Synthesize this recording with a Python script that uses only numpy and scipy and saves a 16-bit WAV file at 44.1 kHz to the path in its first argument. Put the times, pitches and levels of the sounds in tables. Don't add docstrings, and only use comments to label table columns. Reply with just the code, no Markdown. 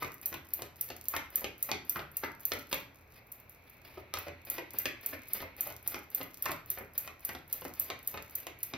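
import sys
import numpy as np
from scipy import signal
from scipy.fft import rfft, irfft, next_fast_len
from scipy.io import wavfile
from scipy.ndimage import uniform_filter1d

SR = 44100
rng = np.random.default_rng(int(sys.argv[2]) if len(sys.argv) > 2 else 0)


def inscribe(sig):
    pcm = np.round(np.clip(np.atleast_2d(sig).T, -1, 1) * 32767)
    wavfile.write(sys.argv[1], SR, pcm.astype(np.int16))


N = 386757

# time in seconds, relative strength in dB, typical stagger between cards in seconds.
FLICKS = [(0.142, -17, .0012), (0.2585, 4, .0016), (0.5366, 3.5, .001), (0.811, 3, .001),
          (1.0846, 3.5, .0005), (1.3575, 7, 0.00064), (1.627, 4.5, 0.00022), (1.8958, 5.5, .0005),
          (2.1692, 1.5, .0005), (2.4537, 5.5, .0005), (2.7436, -3.5, .0011), (3.3186, -10, 0.0018),
          (3.4957, -19, .0004), (3.697, -22.5, .002), (4.1868, -7.5, 0.0017), (4.5005, 2.5, .0006),
          (4.7861, 4.5, .0011), (5.0614, 2.5, .0008), (5.3336, 4, 0.00052), (5.608, 4.5, 0.00041),
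          (5.8758, 4, .0011), (6.1478, 4.5, 0.00027), (6.424, 1.5, 0.00095), (6.702, 3.5, 0.00093),
          (6.9789, 4.5, .0006), (7.25, 1.5, 0.0013), (7.5275, 3, .0009), (7.7977, 5.5, 0.00061),
          (8.074, 2, .0009), (8.353, 1.1, 0.0012), (8.631, 1, .0009)]
# time in seconds, relative strength in dB,
# extra treble in dB, pitch of the air pocket in Hz, relative thud of the hand in dB.
KNOCKS = [(0.0297, -24, 28, 1180, 5), (0.0468, -13, 0, 600, -1), (0.3278, -16.5, 2, 1020, -3.5),
          (0.3427, -12.5, -2, 1010, -4), (0.6212, -13.5, 15, 630, 1), (0.9031, -12, 4, 497, -2),
          (1.1651, -5, 12, 770, -15), (1.4439, -5.5, 1, 520, -4), (1.7157, 1.5, 0, 700, 11),
          (1.993, -12.5, -5, 600, 1), (2.5196, -1, -1, 1010, -0.5), (2.7289, -0.5, 9, 1148, -1),
          (4.1395, -6.5, 13, 1080, -16), (4.1721, -11.5, 3, 1200, -15), (4.283, -17.5, 2, 580, 5),
          (4.5825, -14, 4, 681, 8), (4.8564, -0.7, 0, 1620, 0), (5.404, -17, 0, 1190, 4),
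          (5.9445, -11, 3, 1060, -4), (6.213, -13.5, -6, 840, -13), (6.4573, -11, 17.5, 1020, -26),
          (6.4856, -18, 6, 1000, -18), (6.5174, -13, 18, 700, -3), (7.0765, -19, 14, 980, -9),
          (7.2916, -18.5, 17, 1000, -10), (7.3505, -15.5, 7, 650, 10), (7.62, -20, -20, 800, -8),
          (7.6512, -26.5, 26, 574, 11), (7.9017, -5, -1, 980, -6.5), (8.1748, -13, -5, 794, -12),
          (8.4686, -13.5, 13, 710, 3), (8.7371, -7.5, -11, 494, 4)]
# time in seconds, relative strength in dB,
# pitch of the air pocket in Hz, relative thud of the hand in dB.
CLAPS = [(0.0237, -15.5, 1240, -3.5), (0.3189, -29, 1070, 2), (0.592, -27, 745, -2),
         (1.1386, -15, 1090, -12), (1.418, -27, 770, 0), (1.6899, -20, 815, -10), (1.9593, -15.5, 1320, -4),
         (2.2363, -13.5, 1120, -11), (2.5538, -24, 610, 15), (3.9735, -24, 555, -3),
         (4.2675, -24, 520, -11), (4.5837, -20, 685, -5.5), (4.741, -27.5, 590, -1),
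         (5.1301, -21.5, 1560, -4.5), (5.4256, -22, 600, -14), (5.6673, -25, 676, -7),
         (5.7037, -26.5, 730, -10), (5.9641, -25.5, 850, -1), (6.205, -22.5, 840, -4),
         (6.461, -14.3, 980, -16), (6.4927, -17.5, 990, -8.5), (6.7751, -23.5, 775, -5),
         (6.8094, -25.5, 590, 4), (7.2921, -22.5, 1010, -10), (7.6512, -21, 574, -3),
         (8.142, -20.5, 740, -7), (8.7379, -27.5, 494, 1)]
# start in seconds, end in seconds.
PAUSE = (2.8, 4.5)
# time in seconds, friction in dB, to which the strength of the flick is added.
GRIP = [(0, -62.5), (2.5, -64.5), (3.3, -62), (4.2, -50), (4.8, -57), (5.7, -57.5), (6.5, -62.5),
        (8.7, -62)]
# start in seconds, end in seconds, relative level in dB.
RUBS = [(0, 0.04, -45), (2.712, 2.75, -44), (3.102, 3.2, -65), (3.644, 3.757, -71), (3.83, 4.025, -63)]

# frequency in Hz, relative gain in dB.
TICK_COLOUR = [(300, -14), (2500, -12), (6000, 0.5), (10000, -2), (13000, 4.5), (15600, 4), (16300, -28)]
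FLICK_COLOUR = [(300, -52), (3000, -31.5), (5000, -20.5), (6300, -12.5), (8000, -10.5), (10000, -10),
                (11000, -4.5), (12700, 0.5), (14500, 1.5), (15600, 0), (16200, -18)]
KNOCK_COLOUR = [(100, -13), (400, -2.5), (1500, -16.5), (2500, 2.5), (4300, 1), (6200, -2), (8300, -9),
                (10500, -16), (13000, -12), (15500, -18)]
SLIDE_COLOUR = [(80, -2), (300, 6.5), (1000, 1.5), (2300, 2), (3200, -1), (5000, -0.5), (8000, -18),
                (10500, -2.5), (13000, 0), (15600, 2), (16300, -28)]
CLAP_COLOUR = [(50, -12.5), (150, 1.5), (210, -6), (290, 4.5), (800, -1.5), (1400, 0), (2500, 1),
               (3300, -3), (6000, 0), (9000, -51), (16000, -64)]
THUMP_COLOUR = [(25, -23), (55, 2), (80, 13.5), (110, 5), (160, 6.5), (210, -4), (290, -5.5), (600, -22),
                (2000, -55)]

# frequency in Hz, time in seconds.
ROOM_DECAY = [(100, 0.8), (500, 0.23), (1600, 0.44), (2450, 0.32), (3200, 0.3648), (13000, 0.2751),
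              (16000, 0.0042)]
# frequency in Hz, relative level in dB.
ROOM_LEVEL = [(100, 0.5), (500, 0.5), (2400, 1.5), (3500, -1.5), (6200, -5.5), (10500, -13.5),
              (13000, -2.5), (15500, -8.5), (16500, -38)]
# typical delay in seconds, level in dB.
ECHOES = [(.0019, -9.5), (.0034, -11), (.0056, -23), (.0098, -16), (.033, -19)]
# frequency in Hz, width in Hz, boost or cut in dB.
ROOM_MODES = [(268, 50, 1.5), (574, 36, 9), (996, 29, -1.5), (1325, 110, 2.5), (1970, 73, 8),
              (2121, 60, 8.5), (2410, 600, 6.5)]

# frequency in Hz, relative density in dB per Hz.
FLOOR_COLOUR = [(25, -9), (50, 7.5), (85, 7), (150, 3), (210, 0.5), (300, 0.5), (600, 0.5), (1700, -6),
                (2600, -5), (3000, -23), (6000, -21.5), (9000, -35), (12500, -17), (16000, -25)]
# frequency in Hz, typical RMS level in dB.
HUM = [(84, -69), (119.5, -70)]
# frequency in Hz, relative gain in dB.
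HISS_COLOUR = [(1200, -30), (1900, -13), (2250, 4.5), (2650, -3.5), (3000, -14.5), (4300, -12.5),
               (5000, -39)]
# time in seconds, level in dB.
HISS_LEVEL = [(0, -75), (3.1, -72), (3.9, -65), (5.3, -59.5), (6.5, -75), (8.7, -64)]

# frequency in Hz, radians by which left leads.
MIC_PHASE = [(0, 0), (200, .1), (700, .4), (3200, 0), (4400, -.5), (5300, -1.8), (6000, -1.8), (6800, -2.9),
             (8700, -3.3), (11900, -6.1), (13300, -6.4), (15800, -8.3)]
# frequency in Hz, correlation from 0 to 1.
LIKENESS = [(60, .99), (250, .86), (700, .55), (2800, .25), (4300, .6), (5200, .4), (7800, .95),
            (10000, .7), (13000, .98), (15500, .8)]

FLOOR_DB = -61.5
EDGE_HZ = 16500
TAPS = 4096
HZ = np.fft.rfftfreq(TAPS, 1 / SR)
TOUCH_LEAD_S, TOUCH_SCATTER_S, TOUCH_DB = .048, 0.0064, -25
STRAGGLER_LAG_S, STRAGGLER_SCATTER_S, STRAGGLER_DB = .066, .02, -19.5
LIGHT_STAGGER_S, LIGHT_UNEVEN_DB = .0003, 3.5
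SLIDE_LEAD_S, SLIDE_LAG_S = 0.04, 0.101
FLAT_SETTLE_S = .0038
EDGE_CLAP_DB, EDGE_CLAP_FOLLOW, EDGE_SETTLE_S = -15.5, 0.61, 0.0021


def amp(db):
    return 10 ** (np.asarray(db) / 20)


def unit(x):
    return x / np.sqrt(np.sum(x ** 2) + 1e-20)


def read(points, hz):
    f, value = np.transpose(points)
    return np.interp(np.log(hz + 1), np.log(f + 1), value)


def add(mix, s, sound):
    part = mix[max(round(s * SR), 0):][:len(sound)]
    part += sound[:len(part)]


def ring(db):
    mirrored_db = np.r_[db, db[-2:0:-1]]
    log_gain = np.log(amp(mirrored_db))
    minimum_phase = np.conj(signal.hilbert(log_gain))
    return np.fft.ifft(np.exp(minimum_phase)).real


def coloured(x, points):
    return signal.oaconvolve(x, ring(read(points, HZ)))[:len(x)]


def resonance(hz, q):
    detuning = (HZ + 1) / hz - hz / (HZ + 1)
    return 1 / np.sqrt(1 + q ** 2 * detuning ** 2)


def diffuse(pair):
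    z = rfft(pair)
    same = np.clip(read(LIKENESS, np.fft.rfftfreq(pair.shape[1], 1 / SR)), 0, 1)
    mid = z[0] * np.sqrt((1 + same) / 2)
    side = z[1] * np.sqrt((1 - same) / 2)
    return irfft([mid + side, mid - side], pair.shape[1])


def flurry(per_s, decay_s):
    contacts = (rng.random(TAPS) < per_s / SR) * rng.standard_normal(TAPS)
    return unit(contacts * np.exp(-np.arange(TAPS) / SR / decay_s))


def background(waver=0.35):
    air = np.array([coloured(side, FLOOR_COLOUR) for side in diffuse(rng.standard_normal((2, N)))])
    t, hum = np.arange(N) / SR, np.zeros(N)
    for hz, db in HUM:
        drift = uniform_filter1d(rng.standard_normal((2, N)), size=9000)
        drift = uniform_filter1d(drift, size=2000)
        swell, slip = waver * drift / drift.std()
        hum += np.sqrt(2) * amp(db) * (1 + swell) * np.sin(2 * np.pi * hz * t + slip)
    return amp(FLOOR_DB) * air / air.std() + hum


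def hiss():
    air = np.array([coloured(side, HISS_COLOUR) for side in diffuse(rng.standard_normal((2, N)))])
    level_db = np.interp(np.arange(N) / SR, *np.transpose(HISS_LEVEL))
    return amp(level_db) * air / air.std()


def flick_slides():
    rows = []
    for s, db, _ in FLICKS:
        grip_db = np.interp(s, *np.transpose(GRIP))
        rows.append((s - SLIDE_LEAD_S, s + SLIDE_LAG_S, db + grip_db))
    return rows


def slides(level_db=0, grip_db=4.5, catches_per_s=500, catch_size=2, fade=0.18):
    pressure = np.zeros(N)
    for start, end, db in flick_slides() + RUBS:
        length = max(round((end - start) * SR), 2)
        add(pressure, start, amp(db + level_db) * signal.windows.tukey(length, fade))
    grip = uniform_filter1d(rng.standard_normal(N), size=400)
    catches = (rng.random(N) < catches_per_s / SR) * rng.standard_normal(N)
    rubbing = rng.standard_normal(N) * amp(grip_db * grip / grip.std())
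    friction = rubbing + catch_size * catches
    return coloured(pressure * friction, SLIDE_COLOUR)


def ticks(level_db=-37, per_s=45, spread_db=5, top_db=15, pause_db=-9):
    touching = uniform_filter1d(rng.standard_normal(N), size=3000) > 0
    at = np.flatnonzero(touching & (rng.random(N) < per_s / SR))
    sizes_db = np.minimum(spread_db * rng.exponential(1, N)[at], top_db)
    resting = (at > PAUSE[0] * SR) & (at < PAUSE[1] * SR)
    force = np.zeros(N)
    force[at] = amp(level_db + sizes_db + pause_db * resting)
    return coloured(force, TICK_COLOUR)


def landings():
    flat = [(s, db, hz, thud_db, FLAT_SETTLE_S) for s, db, hz, thud_db in CLAPS]
    edge_first = []
    for s, db, _, hz, thud_db in KNOCKS:
        clap_db = EDGE_CLAP_DB + EDGE_CLAP_FOLLOW * db
        edge_first.append((s, clap_db, hz, thud_db, EDGE_SETTLE_S))
    return flat + edge_first


def claps(level_db=6, width_hz=330, leak_hz=750, seal_s=0.0028, thud_hz=260, thud_q=0.31, thud_db=0,
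          flutter=1.37, swish_db=-14, swish_s=0.0051):
    out, t = np.zeros(N), np.arange(TAPS) / SR
    for s, db, hz, hand_db, settle in landings():
        landing = flutter * unit(rng.standard_normal(TAPS) * np.exp(-t / (2 * settle)))
        landing[0] += np.exp(-settle / 0.007)
        swish = unit(rng.standard_normal(TAPS) * np.exp(-t / swish_s))
        swish = swish[:round(s * SR)][::-1]
        force = np.r_[amp(swish_db) * swish, unit(landing)]
        width = width_hz + leak_hz * np.exp(-(settle / seal_s) ** 2)
        thud = amp(hand_db + thud_db) * resonance(thud_hz, thud_q) ** 2
        body = np.hypot(resonance(hz, hz / width), thud)
        pocket = ring(20 * np.log10(body) + read(CLAP_COLOUR, HZ))
        clap = unit(signal.fftconvolve(force, pocket))
        add(out, s - len(swish) / SR, amp(db + level_db) * clap)
    return out


def thumps(level_db=-3, follow=0.48, length_s=0.019):
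    force, t = np.zeros(N), np.arange(TAPS) / SR
    for s, db, *_ in landings():
        push = unit(rng.standard_normal(TAPS) * np.exp(-t / length_s))
        add(force, s, amp(level_db + follow * db) * push)
    return coloured(force, THUMP_COLOUR)


def knocks(level_db=-1, chatter=0.69, chatter_s=0.0012, loose_db=-10, loose_per_s=250, loose_s=0.015,
           treble_from_hz=4500, treble_full_hz=11000):
    out, t = np.zeros(N), np.arange(TAPS) / SR
    treble_share = read([(treble_from_hz, 0), (treble_full_hz, 1)], HZ)
    for s, db, treble_db, *_ in KNOCKS:
        force = chatter * unit(rng.standard_normal(TAPS) * np.exp(-t / chatter_s))
        force[0] += 1
        force += amp(loose_db) * flurry(loose_per_s, loose_s)
        colour = read(KNOCK_COLOUR, HZ) + treble_db * treble_share
        add(out, s, amp(db + level_db) * signal.fftconvolve(unit(force), ring(colour)))
    return out


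def edge_contacts():
    rows = []
    for s, db, stagger in FLICKS:
        early, late = rng.uniform(-1, 1, 2)
        touch_db, straggler_db = LIGHT_UNEVEN_DB * rng.standard_normal(2)
        touch_s = s - TOUCH_LEAD_S + TOUCH_SCATTER_S * early
        straggler_s = s + STRAGGLER_LAG_S + STRAGGLER_SCATTER_S * late
        rows += [(touch_s, db + TOUCH_DB + touch_db, LIGHT_STAGGER_S),
                 (s, db, stagger),
                 (straggler_s, db + STRAGGLER_DB + straggler_db, LIGHT_STAGGER_S)]
    return rows


def flicks(level_db=0, uneven_db=2, count=4, trail_db=-4, trail_s=0.0023, fan_db=-9.0, fan_s=0.038,
           cards_per_s=1400, drag_db=-22, drag_s=0.0019):
    out, snap = np.zeros(N), ring(read(FLICK_COLOUR, HZ))
    for s, db, stagger in edge_contacts():
        trail = amp(trail_db) * flurry(cards_per_s, trail_s)
        fan = amp(fan_db) * flurry(cards_per_s, fan_s)
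        force = trail + fan
        delays = np.r_[0, np.cumsum(abs(stagger) * rng.uniform(.3, 1.2, count - 1))]
        sizes = unit(amp(uneven_db * rng.standard_normal(count)))
        for delay, size in zip(delays, sizes):
            add(force, delay, np.array([size]))
        drag = amp(drag_db) * flurry(cards_per_s, drag_s)[::-1]
        burst = unit(signal.fftconvolve(np.r_[drag, force], snap))
        add(out, s - len(drag) / SR, amp(db + level_db) * np.linalg.norm(snap) * burst)
    return out


def reflections(build_s=0.0015, shift=.2):
    hz, t, z = signal.stft(rng.standard_normal((2, SR)), SR, nperseg=256)
    t60 = read(ROOM_DECAY, hz)[:, None]
    even_energy = np.sqrt(2 * np.log(1000) / (t60 * SR))
    decay = amp(-60 * t / t60) * even_energy
    tail = signal.istft(z * decay, SR, nperseg=256)[1][:, :SR]
    tail *= 1 - np.exp(-(np.arange(SR) / SR / build_s) ** 2)
    modes_db = sum(db / (1 + (2 * (HZ - f) / width) ** 2) for f, width, db in ROOM_MODES)
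    tone = ring(read(ROOM_LEVEL, HZ) + modes_db)
    response = signal.fftconvolve(diffuse(tail), tone[None], axes=1)
    for delay, db in ECHOES:
        moved = delay * (1 + shift * rng.uniform(-1, 1))
        response[:, round(moved * SR)] += amp(db)
    return response


def room(x, count=5, step_s=.27):
    place, out = np.arange(N) / SR / step_s, np.array([x, x])
    for k in range(count):
        away = abs((place - k + count / 2) % count - count / 2)
        share = np.cos(np.pi / 2 * np.minimum(away, 1))
        out += signal.fftconvolve((x * share)[None], reflections(), axes=1)[:, :N]
    return out


def scene():
    cards = flicks() + ticks() + knocks() + claps() + thumps() + slides()
    return room(cards) + background() + hiss()


def record(dry):
    size = next_fast_len(N + TAPS)
    lead = read(MIC_PHASE, np.fft.rfftfreq(size, 1 / SR))
    turn = np.exp(.5j * np.array([lead, -lead]))
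    pair = irfft(rfft(dry, size) * turn, size)[:, :N]
    low_pass = signal.firwin(255, EDGE_HZ, window=("kaiser", 9), fs=SR)
    return signal.oaconvolve(pair, low_pass[None], "same")


dry = scene()
out = record(dry)
inscribe(out)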